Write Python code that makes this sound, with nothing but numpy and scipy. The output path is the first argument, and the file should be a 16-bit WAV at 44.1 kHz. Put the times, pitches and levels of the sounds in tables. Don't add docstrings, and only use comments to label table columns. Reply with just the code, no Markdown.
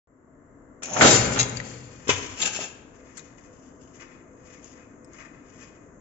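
import sys
import numpy as np
from scipy import signal
from scipy.fft import rfft, irfft, next_fast_len
from scipy.io import wavfile
from scipy.ndimage import uniform_filter1d, minimum_filter1d

SR = 44100
rng = np.random.default_rng(int(sys.argv[2]) if len(sys.argv) > 2 else 0)


def store_pcm(level_fs):
    pcm = np.round(np.clip(level_fs, -1, 1) * 32767).astype(np.int16)
    wavfile.write(sys.argv[1], SR, np.atleast_2d(pcm).T)


N = 264732
TIME = np.arange(N) / SR

# (frequency [Hz], side minus mid [dB])
STEREO_WIDTH = [(40, -2.5), (100, -17.5), (300, -9), (700, -3), (1500, -0.5), (3000, 0.5), (7500, -0.5)]
# (frequency [Hz], t60 [s])
ROOM_DECAY = [(80, 2.7), (300, 0.61), (1000, 1.295), (3000, 0.72), (7500, 0.59)]
# (frequency [Hz], level [dB])
WASH_COLOUR = [(15, -45), (25, -6), (139, -2.5), (199, -5), (253, 0.5), (418, -5), (506, -12.5), (543, -12),
               (642, -7), (790, -19.5), (1050, -14), (2070, -23), (2330, -40.5), (2890, -42.5),
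               (4130, -64.5), (7500, -26), (9750, -51.5), (16500, -120)]
# (frequency [Hz], level [dB], t60 [s])
SHOP_HUMS = [(260, -3.5, 0.97), (288, 1, 0.52), (350, -8.5, 0.36), (459, -2.5, 0.3), (503, -2.5, 0.58)]

# (time [s], hold [s], rub level [dB], hiss level [dB])
WIRE_RUBS = [(1.968, 0.1, -58.5, -53.5), (2.948, 0.0088, -59, -54.5), (3.054, 0.012, -55, -54.5),
             (3.161, 0.021, -54.5, -46), (3.381, 0.011, -60, -53.5), (3.566, 0.095, -79, -56),
             (3.812, 0.023, -81, -55), (3.954, 0.022, -61, -51.5), (4, 0.026, -51, -53.5),
             (4.477, 0.064, -57.5, -53.5), (4.65, 0.042, -71.5, -51.5), (4.75, 0.048, -59, -66),
             (5.134, 0.013, -51, -49), (5.17, 0.076, -50, -56.5), (5.507, 0.044, -59, -54),
             (5.592, 0.033, -55, -49)]
# (frequency [Hz], level [dB])
WIRE_RUB_COLOUR = [(500, -30.5), (1000, -1), (1500, -2), (1900, 3), (2300, 0), (2600, -0.5), (3000, -14.5),
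                   (4000, -20.5), (7000, -15)]
# (frequency [Hz], level [dB])
WIRE_HISS_COLOUR = [(1500, -29), (2800, -3.5), (4000, -19), (5200, -7.5), (6600, 2.5), (7500, -2)]
# (frequency [Hz], level [dB])
HELD_WIRE_COLOUR = [(4200, -39), (5600, -10), (6600, 6.5), (7500, -1)]
# (time [s], level [dB], pitch [Hz], ring over click [dB])
METAL_TICKS = [(0.833, -35, 7780, -2), (0.8570, -37.5, 6320, -9), (0.9358, -32, 6370, 9.5),
               (0.943, -31, 6470, 8.5), (1.485, -57, 7950, 11), (1.4958, -36.5, 6730, 1),
               (1.509, -62, 8040, 8), (1.5702, -31.5, 4600, -0.5), (1.6011, -30, 1898, 11.5),
               (2.590, -31, 625, 10), (3.172, -42, 7750, -9.5), (3.1776, -43, 7860, -8),
               (3.18, -43.5, 2030, -5), (3.1937, -44, 3600, -3), (4.644, -50, 6500, 18),
               (5.046, -59.5, 7740, 10), (5.047, -62.5, 5320, 9), (5.1336, -54, 6430, 14)]
# (frequency [Hz], level [dB])
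CLICK_COLOUR = [(600, -25), (1400, 4), (2700, -14), (3600, -6), (4500, -4), (5500, -6), (6600, 8),
                (7400, 7.5), (7900, -31.5), (8600, -33)]

# (time [s], level [dB])
TERMINAL_KNOCKS = [(2.403, -35), (2.4178, -25), (2.4215, -24), (2.4255, -23), (2.4314, -28.5), (2.459, -26),
                   (2.4690, -34), (2.5530, -41), (2.6147, -44)]
# (frequency [Hz], level [dB])
CRACK_COLOUR = [(1000, -22.5), (2400, -1), (3300, 1), (4000, 2.5), (5200, -9), (7500, 3), (9000, -35.5)]
# (frequency [Hz], level [dB], t60 [s])
TERMINAL_RING = [(1255, -11.5, 0.073), (1740, -21, 0.13), (2110, -13, .1), (2850, -2.5, 0.029),
                 (3290, -1.5, 0.047), (3520, -5, 0.054), (3740, -13, 0.055), (4450, -27, 0.064),
                 (4490, -17, 0.022), (5080, -12, 0.054), (6750, 4, 0.015), (7220, 9, 0.013),
                 (7425, -4, 0.069)]
# (time [s], level [dB], hold [s])
STRIP_PULLS = [(2.396, -34, .01), (2.418, -30, 0.012), (2.452, -27.5, 0.02), (2.542, -32, 0.021),
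               (2.61, -32.5, 0.024)]
# (frequency [Hz], level [dB])
SCRAPE_COLOUR = [(80, -24.5), (125, -5.5), (185, 0), (260, -6.5), (360, -1), (480, -5.5), (633, -7),
                 (853, -8), (1070, -19), (1220, -11), (1700, -3), (1910, -14), (2300, -7), (2730, -2.5),
                 (3700, -11.5), (4570, -11), (7160, -1), (7500, -10.5), (9750, -47), (16500, -120)]
# (time [s], level [dB], thud boost [dB], edge boost [dB])
FEED_STRIKES = [(2.073, -35.5, 6, -13.5), (2.081, -33, 2.5, 7.5), (2.0912, -19.5, 7.5, -13.5),
                (2.0932, -16, -8.5, -8), (2.097, -16.5, -18, -3.5), (2.590, -41.5, 6.5, -15),
                (2.607, -42, 10.5, -18)]
# (frequency [Hz], level [dB])
LEVER_COLOUR = [(29, -49), (50, -16), (96, 11), (195, -16.5), (262, 4), (320, 1.5), (416, -5), (650, -5),
                (865, -9.5), (1000, -4.5), (1770, -5.5), (2980, -3.5), (3240, -6), (4000, -16),
                (6480, -3.5), (7500, -4.5), (9750, -42), (16500, -120)]
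# (frequency [Hz], level [dB], t60 [s])
FEED_RING = [(88.6, -5.5, 0.61), (103.4, 2.5, 0.2), (277, 0.5, .11), (410, 10.5, 0.083), (988, -5.5, 0.17),
             (1270, 0, .14), (1637, -2, 0.32), (2027, -13.5, 0.35), (2570, -1, 0.18), (2690, -4, .2),
             (3370, 2.5, 0.16), (3680, -0.5, 0.16), (4330, -15.5, 0.284), (5930, 0, .16),
             (6700, -0.5, 0.16), (7000, -0.5, 0.2)]

# (time [s], level [dB])
LATCH_STRIKES = [(1.39, -24.5), (1.3954, -22.5), (1.4002, -20), (1.409, -25.5), (1.4131, -25.5),
                 (1.4300, -28.5)]
# (frequency [Hz], level [dB])
CLATTER_COLOUR = [(1000, -24), (2000, -4.5), (2700, 1), (3000, -17.5), (3300, -1.5), (4000, -7.5),
                  (4700, -3.5), (5700, -4.5), (6350, 7), (7500, 0), (9000, -40)]
# (frequency [Hz], level [dB], t60 [s])
LATCH_RING = [(2090, -12, 0.07), (2780, -6.5, 0.033), (2840, -14.5, 0.052), (3250, -6.5, 0.042),
              (3400, -12.5, 0.045), (3460, -11, 0.0429), (3900, -7, .03), (4990, -11, .06),
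              (5190, -13, .06), (5724, -4.5, .05), (6480, -2.5, 0.02), (6690, 1, 0.029), (6990, 1.5, 0.029),
              (7450, -1.5, .024)]
# (frequency [Hz], level [dB])
GEAR_COLOUR = [(100, -10), (190, 7.5), (300, -8), (480, -0.5), (620, 9.5), (820, 4.5), (1050, -5.5),
               (1400, -9), (2200, -11.5), (3500, -31), (5000, -39)]
# (frequency [Hz], level [dB])
GUIDE_COLOUR = [(1800, -25), (2500, -3.5), (3200, -15), (4500, -19.5), (5400, -11), (5800, -2.5),
                (6200, -4), (6650, 2.5), (7100, -5.5), (7500, -12)]

# (time [s], level [dB], thud boost [dB], edge boost [dB])
RAM_STRIKES = [(0.8215, -34, -6, -24.5), (0.8841, -37.5, 4.5, -18), (0.9657, -18, -10.5, -15.5),
               (1.0031, -20, -3.5, -4.5), (1.0107, -1.5, -5, -5), (1.0265, -12, 6, -7.5),
               (1.0365, -18.5, 2.5, 2.5), (1.0478, -8, 8, 2.5), (1.0605, -13, 4.5, 0),
               (1.0705, -13.5, -7.5, 9.5), (1.0885, -28.5, -9.5, 11.5), (1.108, -25.5, -3, 8),
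               (1.117, -21, 11.5, -8.5), (1.148, -23, -7, 6.5), (1.297, -29, 4, -12),
               (1.3603, -20, -6.5, -11.5), (1.372, -18.5, -17, -15.5), (1.397, -26, 3.5, -6),
               (1.412, -29, 0, -7)]
# (frequency [Hz], level [dB])
SLAM_COLOUR = [(29, -46), (50, -25), (187, -25), (222, -1.5), (316, -6), (398, -5), (502, -8), (813, -6.5),
               (922, -18.5), (1430, -11), (1590, -15), (2680, -23), (3180, -17.5), (4830, -23.5),
               (7500, -18.5), (9750, -48), (16500, -120)]
# (frequency [Hz], level [dB])
RUMBLE_COLOUR = [(71, -33), (120, -5), (173, -5), (216, 7), (463, 0.5), (751, -14.5), (808, -7.5),
                 (883, -14.5), (1410, -13), (2320, -11), (2980, -16), (4000, -25.5), (5200, -49.5),
                 (8800, -120)]
# (time [s], level [dB], hold [s], fall [dB/s])
SLIDE_RATTLES = [(1.016, -18.5, 0.036, 147.5), (1.077, -17.5, 0.076, 158), (1.315, -32.5, 0.031, 292),
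                 (1.56, -42.5, 0.0061, 604), (1.646, -44.5, 0.01, 45.5)]
# (frequency [Hz], level [dB])
RATTLE_COLOUR = [(880, -42.5), (1500, -16), (2710, 0), (3060, -7), (3420, 1.5), (3750, -8.5), (4190, -13),
                 (4400, 0), (4680, -9.5), (5080, 0.5), (5400, -5), (5730, -1), (7200, 6), (7500, 0.5),
                 (9750, -32), (16500, -120)]
# (frequency [Hz], level [dB], t60 [s])
PRESS_RING = [(159.6, -9.5, .3), (226, 8, 0.44), (278, -7, 0.29), (336, -2.5, 0.27), (394.9, 12, 0.35),
              (449.3, 8, 0.28), (530, -3.5, 0.32), (625, 4.5, 0.41), (732, 1.5, 0.15), (818, 1.5, .4),
              (999, -9, 1), (1402, -12.5, 0.35), (1460, -6.5, 0.38), (1780, -6.5, .06), (2080, -12, 0.6),
              (2440, -12, 0.8), (2600, -13, 0.45), (3450, -5.5, 0.075), (3800, -0.5, 0.35), (4370, -1, .15),
              (4450, -5.5, .12), (4780, -3.5, 0.29), (5055, -3, .32), (5100, 0.5, .3), (5570, -8, 0.3),
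              (5755, -3.5, .3), (5840, -5, 0.78), (6470, -10, 0.35), (6720, -9.5, 0.3), (7040, -3, .4),
              (6850, -2.5, 0.27), (7410, -9, 0.23)]
# (frequency [Hz], level [dB], t60 [s])
FRAME_SWAY = [(70.5, -0.5, 0.13), (119.5, 5, 0.41), (132.6, -8, 0.54)]
# (frequency [Hz], level [dB], t60 [s])
ANVIL_RING = [(1460, 0, 0.0453), (1555, 1, .03), (1787, -3.5, .025), (2030, 2.5, 0.016), (2100, -1, 0.034),
              (2390, -4.5, .04)]

CLUTCH_S = RAM_STRIKES[0][0]
LANDING_S = max(RAM_STRIKES, key=lambda blow: blow[1])[0]
TREBLE_END_HZ = 7540


def amp(db):
    return 10 ** (np.asarray(db) / 20)


def rms_one(x):
    return x / np.sqrt(np.mean(x ** 2) + 1e-20)


def energy_one(x):
    return x / np.sqrt(np.sum(x ** 2) / 2 + 1e-20)


def at_hz(points, hz):
    f, value = np.transpose(points)
    return np.interp(np.log(np.maximum(hz, 1)), np.log(f), value)


def pan(left_db):
    return amp(np.array([[left_db], [-left_db]]) / 2)


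def cut(x, hz, kind, order=2):
    return signal.sosfilt(signal.butter(order, hz, kind, fs=SR, output="sos"), x + 1e-18)


def top_cut(x, hz):
    taps = signal.firwin(801, hz, window=("kaiser", 9), fs=SR)
    return signal.oaconvolve(x, taps[None], mode="same", axes=1)


def through(x, response):
    return signal.oaconvolve(np.atleast_2d(x), response, axes=1)[:, :N]


def coloured(spectra, colour, size):
    hz = np.fft.rfftfreq(size, 1 / SR)
    mid, side = spectra * amp(at_hz(colour, hz))
    side = side * amp(at_hz(STEREO_WIDTH, hz))
    return irfft([mid + side, mid - side], size)


def noise(colour, size=N):
    padded = next_fast_len(size, real=True)
    spectra = rfft(rng.standard_normal((2, padded)))
    return rms_one(coloured(spectra, colour, padded)[:, :size])


def body(colour, t60):
    decay = amp(-60 * TIME[:SR // 2] / t60)
    spectra = rfft(rng.standard_normal((2, len(decay))) * np.sqrt(decay))
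    for _ in range(3):
        flat = irfft(spectra / (np.abs(spectra) + 1e-9))
        spectra = rfft(flat * decay ** 0.25)
    return energy_one(coloured(spectra, colour, len(decay)) * decay ** 0.25)


def ringing(modes):
    t, out = TIME[:SR], 0
    for hz, db, t60 in modes:
        phase = rng.uniform(-np.pi, np.pi, (2, 1)) * min(hz / 2000, 1) ** 1.5
        out = out + amp(db - 60 * t / t60) * np.sin(2 * np.pi * hz * t + phase)
    return energy_one(out)


def clicks(times, db):
    out = np.zeros(N)
    out[np.round(times * SR).astype(int)] = amp(db) * np.sqrt(SR / 100)
    return out


def blows(rows, thud_hz, edge_hz):
    s, db, thud_db, edge_db = np.transpose(rows)
    thud = cut(clicks(s, db + thud_db), thud_hz, "low")
    middle = cut(clicks(s, db), [thud_hz, edge_hz], "band")
    edge = cut(clicks(s, db + edge_db), edge_hz, "high")
    return thud - middle + edge


def grit(per_s, spread_db):
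    contacts = rng.random(N) < per_s / SR
    sizes = amp(spread_db * np.clip(rng.standard_normal(N), -2, 2))
    return rms_one(contacts * sizes * rng.choice([-1, 1], N))


def stick_slip(per_s, spread_db):
    grip = np.cumsum(rng.random(N) < per_s / SR)
    return rms_one(amp(spread_db * rng.uniform(-1, 1, N)[grip]))


def swell(s, db, hold_s, rise, fall):
    below_db = rise * np.maximum(s - TIME, 0) + fall * np.maximum(TIME - s - hold_s, 0)
    return amp(db - np.clip(below_db, 0, 150))


def together(swells):
    return np.sqrt(sum(gain ** 2 for gain in swells))


def far_machines():
    start_s, swell_s, swell_db = 0.073, 0.3, 11.5
    since = TIME - start_s
    level = (since > 0) * amp(-swell_db * np.exp(-since / swell_s))
    wash = amp(-51.5) * noise(WASH_COLOUR)
    hum = amp(-56.5) * rms_one(through(rng.standard_normal(N), ringing(SHOP_HUMS)))
    return level * (wash + hum) * pan(4.2)


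def room_echo(x, build_s):
    t, tail = TIME[:2 * SR], 0
    white = noise([(20, 0), (20000, 0)], size=len(t))
    edges_hz = np.geomspace(40, 10000, 9)
    for low, high in zip(edges_hz, edges_hz[1:]):
        white = np.roll(white, SR // 5, axis=1)
        t60 = at_hz(ROOM_DECAY, np.sqrt(low * high))
        tail = tail + cut(white, [low, high], "band") * amp(-60 * t / t60)
    return through(x, energy_one(tail * (1 - np.exp(-t / build_s))))


def wires():
    def movement(s, hold_s, db, fall):
        return swell(s, db, hold_s, rise=10.5 / (0.99 * hold_s), fall=fall)
    in_hand = TIME > WIRE_RUBS[0][0]
    held = amp(-65.5) * in_hand * noise(HELD_WIRE_COLOUR) * pan(9.5)
    rub = together(movement(s, hold_s, db, fall=79.5) for s, hold_s, db, _ in WIRE_RUBS)
    hiss = together(movement(s, hold_s, db, fall=129.5) for s, hold_s, _, db in WIRE_RUBS)
    slips = grit(per_s=2500, spread_db=4) * stick_slip(per_s=70, spread_db=5)
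    soft = amp(-0.5) * through(rub * slips, body(WIRE_RUB_COLOUR, t60=0.081)) * pan(8.9)
    bright = amp(-0.5) * through(hiss * slips, body(WIRE_HISS_COLOUR, t60=0.037)) * pan(15.4)
    return soft + bright + held


def ticks(shrill):
    out = np.zeros((2, N + SR))
    click = body(CLICK_COLOUR, t60=0.05)
    size = click.shape[1]
    for s, db, hz, ring_db in METAL_TICKS:
        if (hz > TREBLE_END_HZ) != shrill:
            continue
        ring = ringing([(hz, 0, 0.028), (hz * 1.04, -3, 0.022), (hz, -5, 0.025)])[:, :size]
        tick = energy_one(click + amp(ring_db) * ring) * np.sqrt(SR / 200)
        left_db = 6.5 + 3.5 * np.log2(hz / 1000)
        start = round(s * SR)
        out[:, start:start + size] += amp(db) * pan(left_db) * tick
    return out[:, :N]


def terminals(drag):
    knocks = clicks(*np.transpose(TERMINAL_KNOCKS))
    crack = through(knocks, body(CRACK_COLOUR, t60=0.061))
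    jingle = through(knocks + amp(-4.5) * drag, ringing(TERMINAL_RING))
    return amp(-4.5) * (crack + jingle) * pan(6.3)


def feed():
    force = blows(FEED_STRIKES, thud_hz=843, edge_hz=3700)
    lever = body(LEVER_COLOUR, t60=0.11)
    clack = amp(-2) * through(force, lever) * pan(5.4)
    hardest_s = max(FEED_STRIKES, key=lambda blow: blow[1])[0]
    since = TIME - hardest_s
    shiver = amp(-27.5 - 60 * np.abs(since) / 0.88) * (since > 0) * grit(per_s=680, spread_db=-4.5)
    rattle = through(shiver, lever) * pan(5.1)
    pulling = together(swell(s, db, hold_s, rise=520.5, fall=301) for s, db, hold_s in STRIP_PULLS)
    drag = pulling * grit(per_s=1800, spread_db=3)
    scrape = amp(0.5) * through(drag, body(SCRAPE_COLOUR, t60=0.042)) * pan(6)
    ring = amp(-10) * through(force, ringing(FEED_RING)) * pan(11.4)
    return clack + rattle + scrape + ring + terminals(drag)


def latch():
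    settling = swell(1.394, db=-24.5, hold_s=0.018, rise=700.5, fall=387.5)
    force = clicks(*np.transpose(LATCH_STRIKES)) + settling * grit(per_s=3000, spread_db=1)
    clatter = amp(-3.5) * through(force, body(CLATTER_COLOUR, t60=0.03))
    ring = amp(-3) * through(force, ringing(LATCH_RING))
    return (clatter + ring) * pan(5.9)


def run_up():
    moving = (TIME >= CLUTCH_S) & (TIME < LANDING_S)
    turning = swell(LANDING_S, db=-20, hold_s=0, rise=146, fall=0)
    meshing = moving * turning * grit(per_s=2500, spread_db=12.5)
    whirr = amp(-0.5) * through(meshing, body(GEAR_COLOUR, t60=0.11)) * pan(2.7)
    gliding = swell(LANDING_S, db=-29.5, hold_s=0, rise=92.5, fall=0)
    grabbing = swell(0.832, db=-34, hold_s=0.004, rise=1499, fall=332)
    friction = moving * together([gliding, grabbing]) * grit(per_s=4600, spread_db=5.5)
    squeak = amp(3) * through(friction, body(GUIDE_COLOUR, t60=0.0485)) * pan(2.3)
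    return whirr + squeak


def frame_echo(x, db):
    lag = round(0.002273 * SR)
    delayed = np.pad(x, ((0, 0), (lag, 0)))[:, :N]
    return x + amp(db) * cut(delayed, 600, "high", order=1)


def ram():
    force = blows(RAM_STRIKES, thud_hz=840, edge_hz=2700)
    slam = amp(-1.5) * through(force, body(SLAM_COLOUR, t60=0.15)) * pan(1.1)

    load = swell(1.018, db=-17.5, hold_s=0.026, rise=552, fall=401.5)
    coast = swell(1.075, db=-20.5, hold_s=0.06, rise=502.5, fall=38.5)
    drive = together([load, coast]) * grit(per_s=5000, spread_db=1.5)
    rumble = amp(-3.5) * through(drive, body(RUMBLE_COLOUR, t60=0.036)) * pan(6.3)

    sliding = together(swell(s, db, hold_s, rise=651.5, fall=fall)
                       for s, db, hold_s, fall in SLIDE_RATTLES)
    chatter = sliding * grit(per_s=4600, spread_db=4) * stick_slip(per_s=150, spread_db=1)
    rattle = amp(0.5) * through(chatter, body(RATTLE_COLOUR, t60=0.05)) * pan(9.3)

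    strain = amp(3.5) * cut(load * grit(per_s=5400, spread_db=3), 950, "low")
    shaking = force + strain + amp(4.5) * cut(chatter, 1600, "high")
    ring = amp(-9) * through(shaking, ringing(PRESS_RING)) * pan(2.5)

    sway = rms_one(through(rng.standard_normal(N), ringing(FRAME_SWAY)))
    boom = amp(3) * swell(1.03, db=-34, hold_s=0.38, rise=200.5, fall=44.5) * sway * pan(3)
    clank = through(clicks(np.array([LANDING_S]), db=-5.5), ringing(ANVIL_RING)) * pan(1.3)
    return amp(-1.67) * frame_echo(slam + rattle, db=-12.5) + rumble + ring + clank + boom


def scene():
    press = cut(run_up() + ram() + latch() + feed(), 54, "high")
    near = press + wires() + ticks(shrill=False)
    shrill_ticks = ticks(shrill=True)
    echo = amp(-15) * room_echo(near + shrill_ticks, build_s=0.004)
    return top_cut(near + echo + far_machines(), TREBLE_END_HZ) + shrill_ticks


def record(dry):
    ceiling, window = 0.88, 221
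    allowed = np.minimum(1, ceiling / (np.abs(dry).max(axis=0) + 1e-9))
    gain = uniform_filter1d(minimum_filter1d(allowed, size=window), size=window)
    return top_cut(dry * gain, hz=8700)


dry = scene()
out = record(dry)
store_pcm(out)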